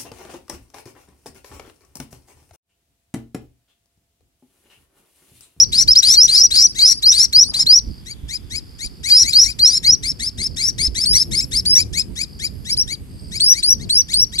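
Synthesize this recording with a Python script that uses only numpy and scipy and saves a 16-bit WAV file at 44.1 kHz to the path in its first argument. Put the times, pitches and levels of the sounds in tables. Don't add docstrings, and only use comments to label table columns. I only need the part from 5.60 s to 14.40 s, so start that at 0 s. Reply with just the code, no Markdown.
import sys
import numpy as np
from scipy import signal
from scipy.fft import rfft, irfft, next_fast_len
from scipy.io import wavfile
from scipy.ndimage import uniform_filter1d, minimum_filter1d, map_coordinates

SR = 44100
rng = np.random.default_rng(int(sys.argv[2]) if len(sys.argv) > 2 else 0)


def log_audio(samples):
    frames = np.atleast_2d(samples).T
    limited = np.clip(frames, -1, 1)
    pcm = np.round(limited * 32767).astype(np.int16)
    wavfile.write(sys.argv[1], SR, pcm)


def ratio(d):
    e = np.asarray(d, float) / 20
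    return 10 ** e


N = 388080


def unit(x):
    return x / np.sqrt(np.mean(x ** 2) + 1e-20)


def along(points, hz):
    point_hz, value = np.transpose(points)
    return np.interp(np.log(hz + 1), np.log(point_hz + 1), value, left=value[0], right=value[-1])


def curve(rows):
    return np.interp(np.arange(N) / SR, *np.transpose(rows))


def wobble(rate_hz, size=N):
    knots = rng.standard_normal(int(size * rate_hz / SR) + 4)
    return map_coordinates(knots, [np.arange(size) * rate_hz / SR], order=2)


def filtered(x, response):
    m = next_fast_len(N + SR // 2)
    return irfft(rfft(x, m) * response(np.fft.rfftfreq(m, 1 / SR)), m)[..., :N]


def rush(spectrum):
    # frequency in Hz, left-right likeness 0-1.
    alike = [(60, .27), (290, 0.47), (700, 0.067), (1400, 0.01)]
    # frequency in Hz, left minus right in dB.
    lean = [(40, -6), (200, -1), (500, -0.5)]

    def mid_side(hz):
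        turn_rad = np.arccos(np.clip(along(alike, hz), -1, 1)) / 2
        return ratio(along(spectrum, hz)) * [np.cos(turn_rad), np.sin(turn_rad)]

    def balance(hz):
        return ratio(np.outer([.5, -.5], along(lean, hz)))

    mid, side = filtered(rng.standard_normal((2, N)), mid_side)
    return unit(filtered(np.array([mid + side, mid - side]), balance))


def outdoors():
    # time in s, rumble level in dB.
    rumble_db = [(0.0, -35), (1.49, -41.5), (1.96, -35.5), (3.16, -39.5), (5.24, -32), (8.8, -36)]
    # frequency in Hz, density in dB per Hz.
    rumble_spectrum = [(12, -52.5), (20, -22), (53, 4), (248, -9.5), (290, -12.5), (387, -17),
                       (1200, -47.5), (1560, -81.5), (2640, -120)]
    # frequency in Hz, density in dB per Hz.
    air_spectrum = [(700, -5.5), (1500, -7), (3000, -7), (6000, -13.5), (11000, -11.5), (15400, -20.5)]
    lumps = ratio(1.5 * wobble(8) + 4.0 * np.array([wobble(19), wobble(34)]))
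    rumble = unit(lumps * rush(rumble_spectrum + [(1600, -120)]))
    hiss = ratio(-55.5) * rush([(400, -120)] + air_spectrum)
    return ratio(curve(rumble_db) + 1.0) * rumble + hiss


def chorus():
    # centre in Hz, width in Hz, level in dB.
    bands = [(8300, 100, -72), (11300, 330, -66.5)]

    def fuzz(centre_hz, width_hz):
        noise = rng.standard_normal((2, N))
        return unit(filtered(noise, lambda f: np.exp(-.5 * ((f - centre_hz) / width_hz) ** 2)))

    phrase = np.exp(-((np.arange(N) / SR - 2.7) / .4) ** 2)
    out = ratio(-60) * phrase * fuzz(3400, 220)
    for centre_hz, width_hz, db in bands:
        out = out + ratio(db + 7.3 * wobble(1.4)) * fuzz(centre_hz, width_hz)
    return out


def cicada(rate_hz=73, body_hz=4830, width_hz=300):
    # time in s, level in dB.
    swell_db = [(0, -40.5), (2.4, -50), (2.55, -75), (3.0, -53), (3.15, -50), (4.4, -55), (4.9, -46.5),
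                (6.45, -64), (6.75, -48), (7.05, -56), (7.42, -68), (7.6, -49.5), (8.8, -50)]
    cycle = np.cumsum(rate_hz * (1 + 0.16 * wobble(30))) / SR
    buckle = (.5 + .5 * np.cos(2 * np.pi * cycle)) ** 2 * ratio(3 * wobble(70)) + .6
    pulses = buckle * (rng.standard_normal(N) + 0.43 * rng.standard_normal((2, N)))
    body = filtered(pulses, lambda f: np.exp(-.5 * ((f - body_hz) / width_hz) ** 2))
    return ratio(curve(swell_db)) * unit(body)


def jolts():
    # start in s, peak in dB.
    knocks = [
        (2.266, -18),
        (2.293, -20),
        (2.631, -20.5),
        (3.847, -23),
        (5.275, -15),
        (5.936, -19),
    ]
    thump, puff, t = np.zeros(N + SR), np.zeros(N + SR), np.arange(SR // 5) / SR
    for start_s, db in knocks:
        first = round(start_s * SR)
        fade = ratio(db - 60 * t / 0.19) * (1 - np.exp(-t / 0.0043))
        thump[first:][:len(t)] += fade * np.sin(2 * np.pi * 56 * t)
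        puff[first:][:len(t)] += fade
    push = filtered(puff[:N] * rng.standard_normal((2, N)), lambda f: 3 / (1 + (f / 250) ** 4))
    since_s = np.arange(N) / SR - 1.962
    beat = ratio(-39) * np.exp(-(since_s / 0.083) ** 2) * np.cos(np.pi * 28.5 * since_s) ** 2
    rustle = filtered(beat * rng.standard_normal(N), lambda f: 3 * np.exp(-((f - 900) / 500) ** 2))
    return (thump[:N] + push) * ratio(np.array([[-3], [3]])) + rustle * ratio(np.array([[3], [-7]]))


def bushes(x, t60_s=0.19):
    t = np.arange(SR // 2) / SR
    tail = rng.standard_normal((2, len(t))) * ratio(-60 * t / t60_s) * (t > .004)
    return signal.fftconvolve(x, tail / np.linalg.norm(tail[0]), axes=1)[:, :N]


def walls(x):
    delay_s = rng.uniform(0.000399, 0.00397, (2, 5))
    gain = ratio(-10.5) * rng.choice([-1, 1], (2, 5)) * np.exp(-delay_s / 0.007)

    def echoes(hz):
        return 1 + (gain[..., None] * np.exp(-2j * np.pi * delay_s[..., None] * hz)).sum(1)

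    return filtered(x, echoes)


def glide(start_s, length_s, first_hz, top_hz, db, gape, climb, bow):
    u = np.arange(13) / 12
    effort = np.minimum(u / climb, 1)
    hz = first_hz + (top_hz - first_hz) * (effort + bow * np.sin(np.pi * effort))
    return np.transpose([start_s + length_s * u, hz, db + along(gape, hz)])


def call(rows, octave_db, doubled, lag, hoarse_db):
    # multiple of the pitch, level in dB.
    doubled_partials = [(.5, -10), (1.5, -9.5), (2.5, -15)]
    # frequency in Hz, gain in dB.
    throat = [(1500, -4), (2300, 4.5), (8500, 6), (12500, -9.5), (15500, -20)]
    s, hz, db = np.transpose(rows)
    hz = np.maximum.accumulate(hz)
    rise_s, fall_s, hoarse = .011, .017, ratio(hoarse_db)

    s_all = np.r_[s[0] - rise_s, s[0] - .4 * rise_s, s, s[-1] + .4 * fall_s, s[-1] + fall_s]
    hz_all = np.r_[.55 * hz[0], .9 * hz[0], hz, .97 * hz[-1], .68 * hz[-1]]
    db_all = np.r_[db[0] - 30, db[0] - 9, db, db[-1] - 2.5, db[-1] - 24]
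    first = int(s_all[0] * SR)
    t = np.arange(first, int(s_all[-1] * SR)) / SR
    n = len(t)
    pitch_hz = np.minimum(np.interp(t, s_all, hz_all), 5880)
    pitch_hz = uniform_filter1d(pitch_hz, size=130)

    step_cycle = np.cumsum(50 + 15 * wobble(30.65, n)) / SR
    steps = np.sin(2 * np.pi * step_cycle + rng.uniform(0, 2 * np.pi))
    unsteady = (.007 + .1 * hoarse) * (steps + .5 * wobble(150, n))
    pitch_hz *= 1 + unsteady + .003 * wobble(500, n)
    shake_db = 1.2 * wobble(93.4, n) + (0.22 + 15 * hoarse) * wobble(350, n)
    size = ratio(np.interp(t, s_all, db_all) + shake_db) * np.sqrt(2)

    cycle = (np.cumsum(pitch_hz) - np.outer([0, lag], pitch_hz)) / SR
    phase = 2 * np.pi * cycle + 1.8 * hoarse * wobble(3000, n)

    split_end_s = s[0] + doubled * (s[-1] - s[0])
    split = np.clip((split_end_s - t) / 0.0043, 0, 1) * (doubled > 1 / 10)
    fresh = np.exp(-((t - t[0]) / 0.0593) ** 2)
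    parts = [(2, ratio(octave_db)), (3, ratio(0.27 * octave_db - 6.5) * fresh)]
    parts += [(k, ratio(d) * split) for k, d in doubled_partials]
    late = np.clip((t - t[0]) / (t[-1] - t[0]) * 3 - 1.2, 0, 1)
    strain = 1.5 * hoarse * late * (doubled < .3) * (hoarse > 1 / 20)
    parts += [(.76, strain), (1.3, strain)]

    slack = np.exp(-np.clip(t - s[-1], 0, 1) / 0.0053)
    tone = np.sin(phase)
    for k, gain in parts:
        if not np.any(gain):
            continue
        flutter = ratio(along(throat, k * pitch_hz) + 1.8 * wobble(61.0, n)) * (k * pitch_hz < SR / 2)
        tone = tone + gain * flutter * slack * np.sin(k * phase + rng.uniform(0, 2 * np.pi))

    gasp = 0.061 * np.exp(-((t - t[0]) / rise_s - .6) ** 2 * 4) * size.max()
    leak = hoarse * size ** 0.43 * size.max() ** 0.36
    return first, size * tone, (leak + gasp) * ratio(2.2 * wobble(120, n))


def nestlings():
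    # start in s, length in s, first pitch in Hz, top pitch in Hz,
    # level in dB before the gape.
    loud_calls = [(-.06, 0.092, 4120, 5790, -5), (.284, 0.045, 4590, 5470, -9),
                  (.362, 0.032, 4820, 5840, -3.5), (.545, 0.11, 4016, 5880, -6),
                  (.758, 0.097, 4280, 5840, -5), (.962, 0.096, 4104, 5810, -5.5),
                  (1.193, .1, 3940, 5850, -4.5), (1.432, 0.09, 3950, 5840, -6),
                  (1.735, 0.095, 4200, 5830, -5), (2.07, .11, 4130, 5807, -5),
                  (3.503, .12, 4440, 5805, -6.5), (3.735, 0.098, 4160, 5800, -4),
                  (3.997, 0.097, 4090, 5840, -8), (4.25, 0.089, 4165, 5850, -8)]
    hoarse_calls = [(.13, 0.095, 3880, 5824, -10), (.432, 0.11, 3850, 5890, -7),
                    (.685, .12, 3900, 5840, -8), (.915, 0.11, 3860, 5795, -8.5),
                    (1.22, 0.1, 3970, 5800, -9.5), (1.525, 0.12, 3650, 5790, -9.5),
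                    (1.945, .077, 3950, 5484, -13), (3.52, 0.11, 3700, 5570, -11),
                    (3.745, 0.12, 3840, 5640, -16.5), (4.055, 0.12, 3860, 5490, -15.5)]
    cracked_calls = [(4.435, 0.075, 3900, 5480, -21), (4.6, 0.083, 3610, 5400, -21),
                     (4.785, 0.081, 3730, 5394, -21.5), (4.972, 0.12, 3595, 5790, -18),
                     (5.19, 0.077, 4065, 5340, -17.5), (5.355, .085, 3640, 5400, -17.5),
                     (5.538, 0.083, 3730, 5404, -15.5), (5.72, 0.079, 3630, 5450, -17),
                     (5.922, 0.072, 3595, 5440, -17.5)]
    small_calls = [(1.156, .059, 3784, 4780, -23), (2.463, .062, 3715, 4770, -31.5),
                   (2.69, .072, 3510, 5140, -26), (2.908, .074, 3550, 5160, -25.5),
                   (3.195, .067, 3620, 5020, -25.5), (3.44, .065, 3640, 5130, -20.5),
                   (3.642, .072, 3775, 5040, -20), (3.845, .07, 3710, 5060, -25.5),
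                   (4.235, 0.05, 3700, 4700, -21.5), (5.79, .048, 3513, 5580, -26),
                   (6.155, .065, 3500, 5204, -19), (6.338, .072, 3600, 5254, -20),
                   (6.565, .068, 3514, 5080, -21.5), (6.8, .066, 3400, 5110, -22.5),
                   (7.055, .065, 3370, 4850, -24.5), (7.28, .06, 3580, 4815, -22.5),
                   (7.72, .058, 3594, 5050, -25.5), (7.935, .067, 3540, 4910, -24),
                   (8.198, .042, 3510, 4620, -33), (8.49, .045, 3506, 4955, -24.5),
                   (8.728, .037, 3440, 4780, -25.5)]
    bright_calls = [
        (5.462, 0.11, 4324, 5776, -9.5),
        (6.062, 0.12, 4590, 5795, -8.5),
        (7.102, 0.034, 4500, 5600, -14),
        (7.176, 0.043, 4760, 5780, -11),
        (7.808, 0.12, 4290, 5850, -7),
        (8.035, 0.093, 4293, 5846, -8.5),
        (8.302, .105, 4065, 5820, -10),
        (8.54, 0.093, 4150, 5800, -10),
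        (8.79, 0.068, 4240, 5800, -7),
    ]
    hidden_calls = [
        (.49, .06, 3200, 3900, -19),
        (1.025, .085, 3700, 5250, -29),
        (1.3, .085, 3620, 5160, -27.5),
        (1.6, .056, 3640, 4400, -33),
        (1.832, .073, 3700, 5100, -23),
    ]
    # octave in dB, share of the call with doubled period 0-1, left minus right in dB,
    # right lag in samples, hoarseness in dB.
    loud_voice = (-27.5, 0, 1.55, 7.5, -36.5)
    hoarse_voice = (-14.5, 0, 4, 8.5, -21.5)
    cracked_voice = (-12.5, 0.45, 6, 9.5, -21.5)
    small_voice = (-13.5, 0.88, 7, 7.5, -22)
    bright_voice = (-13.5, 0, 2.5, 5, -34)
    hidden_voice = (-14.5, 0, 2.2, 4.5, -35.5)
    # pitch in Hz, gain in dB.
    loud_gape = [(4000, -11), (4400, -8.5), (4650, 0.5), (5300, 0), (5850, -2.5)]
    hoarse_gape = [(3800, -9.5), (4700, -6.5), (5200, -1.5), (5850, -2)]
    small_gape = [(3500, -14), (4300, -7.5), (4900, -1), (5500, 0)]
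    bright_gape = [(4200, -3), (4500, -7.5), (5200, -5), (5800, -1)]
    # frequency in Hz, density in dB per Hz.
    breath_spectrum = [(900, -48.5), (1500, -4.5), (2400, 4), (2900, -19.5), (4500, 5), (7500, 7.5),
                       (12000, -11.5), (15500, -28)]
    brood = [(loud_calls, loud_voice, loud_gape, .9, -.03),
             (hoarse_calls, hoarse_voice, hoarse_gape, .93, .02),
             (cracked_calls, cracked_voice, small_gape, 0.97, 0.055),
             (small_calls, small_voice, small_gape, 0.98, 0.044),
             (bright_calls, bright_voice, bright_gape, .88, -0.027),
             (hidden_calls, hidden_voice, hoarse_gape, 0.94, .03)]

    pad = SR
    voices, flow = np.zeros((2, N + 2 * SR)), np.zeros(N + 2 * SR)
    for calls, (octave_db, doubled, pan_db, lag, hoarse_db), gape, climb, bow in brood:
        pan = ratio(np.array([[.5], [-.5]]) * pan_db)
        for row in calls:
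            rows = glide(*row, gape, climb, bow)
            first, tone, air = call(rows, octave_db, doubled, lag, hoarse_db)
            voices[:, pad + first:][:, :len(air)] += tone * pan
            flow[pad + first:][:len(air)] += air

    def breath(hz):
        lag_turn = np.exp(-2j * np.pi * np.outer([0, 8], hz) / SR)
        return ratio(along(breath_spectrum, hz) + np.array([[-2], [-10]])) * lag_turn

    puff = flow[pad:pad + N] * (rng.standard_normal(N) + 0.71 * rng.standard_normal((2, N)))
    return voices[:, pad:pad + N] + filtered(puff, breath)


def scene():
    birds = walls(nestlings())
    return outdoors() + chorus() + cicada() + jolts() + ratio(-21) * bushes(birds) + birds


def top_cut(x):
    return signal.sosfilt(signal.butter(12, 15550, fs=SR, output="sos"), x)


def record(dry):
    need = np.minimum(1, 0.99 / (np.abs(dry).max(0) + 1e-9))
    gain = uniform_filter1d(minimum_filter1d(need, size=401), size=201)
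    return top_cut(filtered(dry * gain, lambda hz: hz < 15500))


dry = scene()
out = record(dry)
log_audio(out)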